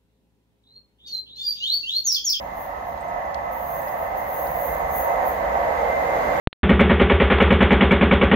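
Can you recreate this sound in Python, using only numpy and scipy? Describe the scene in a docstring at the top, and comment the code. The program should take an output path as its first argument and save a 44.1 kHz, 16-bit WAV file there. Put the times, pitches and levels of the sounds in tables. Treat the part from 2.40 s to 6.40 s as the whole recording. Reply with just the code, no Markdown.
"""A train rounds a distant curve towards a quiet, roofed station platform.
Its wheels drive the rails, which sing ahead of it in many narrow resonances
while rolling noise and rumble grow. Flanges rub the curve and send surges of very high hiss
along the steel, echoed by the canopy. A few faint ticks sound nearby over steady station air."""
import sys
import numpy as np
from scipy import signal
from scipy.fft import rfft, irfft
from scipy.io import wavfile

SR = 44100
rng = np.random.default_rng(int(sys.argv[2]) if len(sys.argv) > 2 else 0)


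def unload_audio(sound):
    """Save the sound as a 16-bit wav file, at the path given as the first command line argument."""
    columns = np.transpose(np.atleast_2d(sound))
    # keep every value between -1 and 1, then stretch to whole-number steps
    steps = np.round(np.clip(columns, -1, 1) * 32767)
    wavfile.write(sys.argv[1], SR, steps.astype(np.int16))


N = 176400
TIME_S = np.arange(N) / SR
HZ = np.maximum(np.fft.rfftfreq(N, 1 / SR), 1)


def from_db(db):
    """Decibels to gain."""
    return 10 ** (np.asarray(db) / 20)


def envelope(rows):
    """Gain over time from rows of time_s, gain_db."""
    return from_db(np.interp(TIME_S, *np.transpose(rows)))


def at_hz(rows):
    """Rows of freq_hz, value, interpolated over log frequency."""
    hz, value = np.transpose(rows)
    return np.interp(np.log(HZ), np.log(hz), value)


def colour(rows):
    """Gain over frequency, falling 24 dB per octave outside the table."""
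    skirts = np.minimum(HZ / rows[0][0], 1) * np.minimum(rows[-1][0] / HZ, 1)
    return from_db(at_hz(rows)) * skirts ** 4


def resonances(modes, half_width_hz):
    """Gain over frequency of narrow modes with steep skirts."""
    peaks = (from_db(db) / (1 + ((HZ - hz) / half_width_hz) ** 2) for hz, db in modes)
    return np.sqrt(sum(peak ** 2 for peak in peaks))


def steel_modes(spacing_hz, depth_db):
    """Gain over frequency of many weak steel modes at random pitches."""
    grid_hz = np.arange(0, SR / 2, spacing_hz)
    heights = rng.uniform(-1.22, 1, len(HZ))[:len(grid_hz)]
    return from_db(depth_db * np.interp(HZ, grid_hz, heights))


def noise(gain, direct_share=0.22, band_hz=130):
    """Coloured stereo noise, rms 1, alike in the bass; fixed paths bring each band to one ear first."""
    # left-right likeness: freq_hz, correlation
    likeness = [(70, .985), (170, .95), (270, .85), (450, .6), (740, .08), (1220, -.3), (2200, .05),
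                (6000, -.05)]
    # balance: freq_hz, left_minus_right_db
    lean = [(60, -1.8), (380, 0), (700, -3.5), (1300, -5), (2300, -0.5), (4400, -2), (8000, -1.5),
            (15000, 2.5)]
    mid, diffuse = rfft(rng.standard_normal((2, N)))
    phase_lead = 1j * rng.choice([-1, 1], len(HZ))[(HZ // band_hz).astype(int)]
    side = np.sqrt(direct_share) * phase_lead * mid + np.sqrt(1 - direct_share) * diffuse
    correlation = at_hz(likeness)
    signs = np.array([[1], [-1]])
    spectra = np.sqrt(1 + correlation) * mid + signs * np.sqrt(1 - correlation) * side
    stereo = irfft(spectra * gain * from_db(signs * at_hz(lean) / 2), N)
    return stereo / np.sqrt(np.mean(stereo ** 2))


def station_air(level_db=-44.5):
    """Steady, dark noise of the station."""
    # air spectrum: freq_hz, gain_db
    spectrum = [(40, 6), (100, -1.5), (200, 0), (400, -6), (1000, -11.5), (3000, -20), (6000, -30.5),
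                (9000, -50), (16000, -44)]
    return from_db(level_db) * noise(colour(spectrum))


def ticks(gain_db=0.5, width_hz=860, rise_share=0.099, right_lead_db=7.5):
    """Platform ticks and scuffs: gritty bursts in one broad resonance; longer ones rise more slowly."""
    # ticks: start_s, level_db, pitch_hz, t60_s
    events = [(0.576, -48, 4000, 0.021), (0.605, -50.5, 8200, 0.061), (0.68, -50, 7600, 0.035),
              (0.9439, -31, 3860, .017), (1.414, -47, 8000, .05), (1.478, -46, 5000, .045),
              (2.068, -44, 4620, 0.027)]
    out = np.zeros((2, N))
    for start_s, level_db, pitch_hz, t60_s in events:
        grit = rng.standard_normal((2, N)) * rng.standard_normal(N)
        burst = signal.lfilter(*signal.iirpeak(pitch_hz, pitch_hz / width_hz, fs=SR), grit)
        age = np.clip(TIME_S - start_s, 0, 1) / t60_s
        shape = np.minimum(age / rise_share, 1) * np.exp(-np.log(1000) * age)
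        out += from_db(level_db + gain_db) * shape * burst / burst.std()
    return out * from_db([[-right_lead_db / 2], [right_lead_db / 2]])


def flanges(echo_delay_s=0.015, echo_t60_s=0.34):
    """Flanges rub the curve: swells of high hiss on the left, a canopy echo more to the right."""
    # Gaussian swells: centre_s, half_length_s, level_db
    rubs = [(0.01, 0.069, -55), (0.204, 0.056, -44.5), (0.484, .025, -51), (1.132, 0.021, -43),
            (1.176, 0.038, -46), (1.327, 0.13, -40.5), (1.482, 0.071, -44), (1.613, 0.061, -45),
            (1.782, 0.024, -41.5), (1.997, 0.14, -37), (2.242, 0.11, -35), (2.574, 0.057, -30.5),
            (2.876, 0.031, -35.5)]
    # hiss spectrum: freq_hz, gain_db
    spectrum = [(6000, -46), (6400, -6), (6700, -13.5), (7200, -28), (8700, -28), (10200, -12.5),
                (11400, -10), (12400, 0.5), (13400, 2.5), (14300, -2), (15700, 0)]
    power = sum(from_db(level_db) ** 2 * np.exp(-2 * ((TIME_S - centre_s) / half_s) ** 2)
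                for centre_s, half_s, level_db in rubs)
    delayed_power = np.interp(TIME_S - echo_delay_s, TIME_S, power)
    decay = from_db(-60 / (echo_t60_s * SR)) ** 2
    echo_power = signal.lfilter([1 - decay], [1, -decay], delayed_power)
    steel = colour(spectrum) * steel_modes(spacing_hz=28.8, depth_db=8)
    direct = from_db([[1], [-11]]) * np.sqrt(power) * noise(steel)
    echo = from_db([[-4.5], [-1.5]]) * np.sqrt(echo_power) * noise(steel)
    return direct + echo


def rolling(roar_db=-28.5, wheels_db=-35):
    """Airborne rolling noise and wheel tones grow as the train nears."""
    # approach: time_s, gain_db
    nearness = [(1.0, -17.3), (1.9, -9), (2.5, -6.5), (3.1, -2.5), (3.6, -0.35), (4, 3.5)]
    # rolling spectrum: freq_hz, gain_db
    spectrum = [(80, -17), (150, -4.5), (260, -1), (380, -2), (520, 11), (900, -6.5), (1400, -4.5),
                (2100, -3.5), (2500, -17), (3300, -20), (5000, -27), (6000, -32.5), (8000, -33.5),
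                (9200, -42), (16000, -46)]
    # wheel resonances: pitch_hz, gain_db
    modes = [(473, -1.5), (1544, -7.5), (2068, -2.5)]
    roar = from_db(roar_db) * noise(colour(spectrum))
    wheels = from_db(wheels_db) * noise(resonances(modes, half_width_hz=4.5))
    return envelope(nearness) * (roar + wheels)


def rumble():
    """The train's low rumble, with a drone swelling and ebbing above it."""
    # envelopes: time_s, level_db
    rumble_level = [(1.95, -48), (2.15, -39), (2.5, -40.5), (3.0, -42), (4, -40)]
    drone_level = [(1.0, -63), (1.35, -46.5), (1.7, -57), (2.15, -46), (2.6, -48), (2.9, -59), (3.6, -48.5),
                   (4, -42)]
    # spectra: freq_hz, gain_db
    rumble_spectrum = [(20, -25), (33, -18), (45, -4.5), (55, -3.5), (70, -1), (84, -14.5), (115, -25)]
    drone_spectrum = [(125, -4), (150, 2), (200, -5)]
    bass = envelope(rumble_level) * noise(colour(rumble_spectrum))
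    drone = envelope(drone_level) * noise(colour(drone_spectrum))
    return bass + drone


def rail_song(modes_db=-1.5, knee_hz=630, reference_drive_db=-29.5):
    """Wheel roughness shakes the rails' pass bands and modes; harder drive favours the low ones."""
    # wheel drive: time_s, level_db
    drive_level = [(0, -34.5), (.3, -32), (.6, -33), (.76, -29.2), (1.15, -29.5), (1.3, -31), (1.48, -28.5),
                   (1.9, -29), (2.62, -27), (2.69, -24.5), (2.83, -24), (2.96, -26.5), (3.3, -24.5),
                   (3.5, -25.5), (3.74, -24.5), (4, -26)]
    # rail pass bands: freq_hz, gain_db
    spectrum = [(300, -45), (430, -30), (520, -7), (720, -0.5), (930, -2), (1150, -9), (1300, -15),
                (1400, -20.5), (1700, -16.5), (1790, -13.5), (1920, -13.5), (2060, -11), (2130, -32),
                (2600, -28), (4000, -61)]
    # rail resonances: pitch_hz, gain_db
    modes = [(530, -5.5), (566, -1), (598, -6.5), (638, -10), (664, -1.5), (704, 1.5), (761, 0.5),
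             (843, -8), (900, -7.5), (927, -1.5), (1053, -5.5), (1138, -8), (1281, -8), (1765, -13),
             (1865, -14), (1986, -11.5), (2025, -14)]
    bands = noise(colour(spectrum) * steel_modes(spacing_hz=8, depth_db=4))
    song = bands + from_db(modes_db) * noise(resonances(modes, half_width_hz=7.4))
    lows = irfft(rfft(song) / (1 + (HZ / knee_hz) ** 16), N)
    highs = song - lows
    drive = envelope(drive_level)
    low_gain = (drive / from_db(reference_drive_db)) ** 0.72
    return drive * (highs + low_gain * lows)


def rail_sizzle(gain_db=-3):
    """Thin, high sizzle from the rails' crowded modes."""
    # sizzle envelope: time_s, level_db
    swell = [(1.0, -57), (1.4, -54), (2.0, -56), (2.6, -45.5), (3.0, -51), (4, -47)]
    # sizzle spectrum: freq_hz, gain_db
    spectrum = [(6000, -30), (6350, 1.5), (6600, 0.5), (7100, -12), (9000, -20), (11300, -6), (11900, -2),
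                (12550, 3.5), (13300, -2.5), (15800, -10.5)]
    steel = colour(spectrum) * steel_modes(spacing_hz=23.7, depth_db=7)
    return from_db(gain_db) * envelope(swell) * noise(steel)


def scene():
    """The approaching train and the station around the listener."""
    train = rail_song() + rail_sizzle() + rolling() + rumble() + flanges()
    return train + ticks() + station_air()


def record(dry, cutoff_hz=15780):
    """Steep elliptic low-pass."""
    return signal.sosfilt(signal.ellip(12, .1, 80, cutoff_hz, fs=SR, output="sos"), dry)


dry = scene()
out = record(dry)
unload_audio(out)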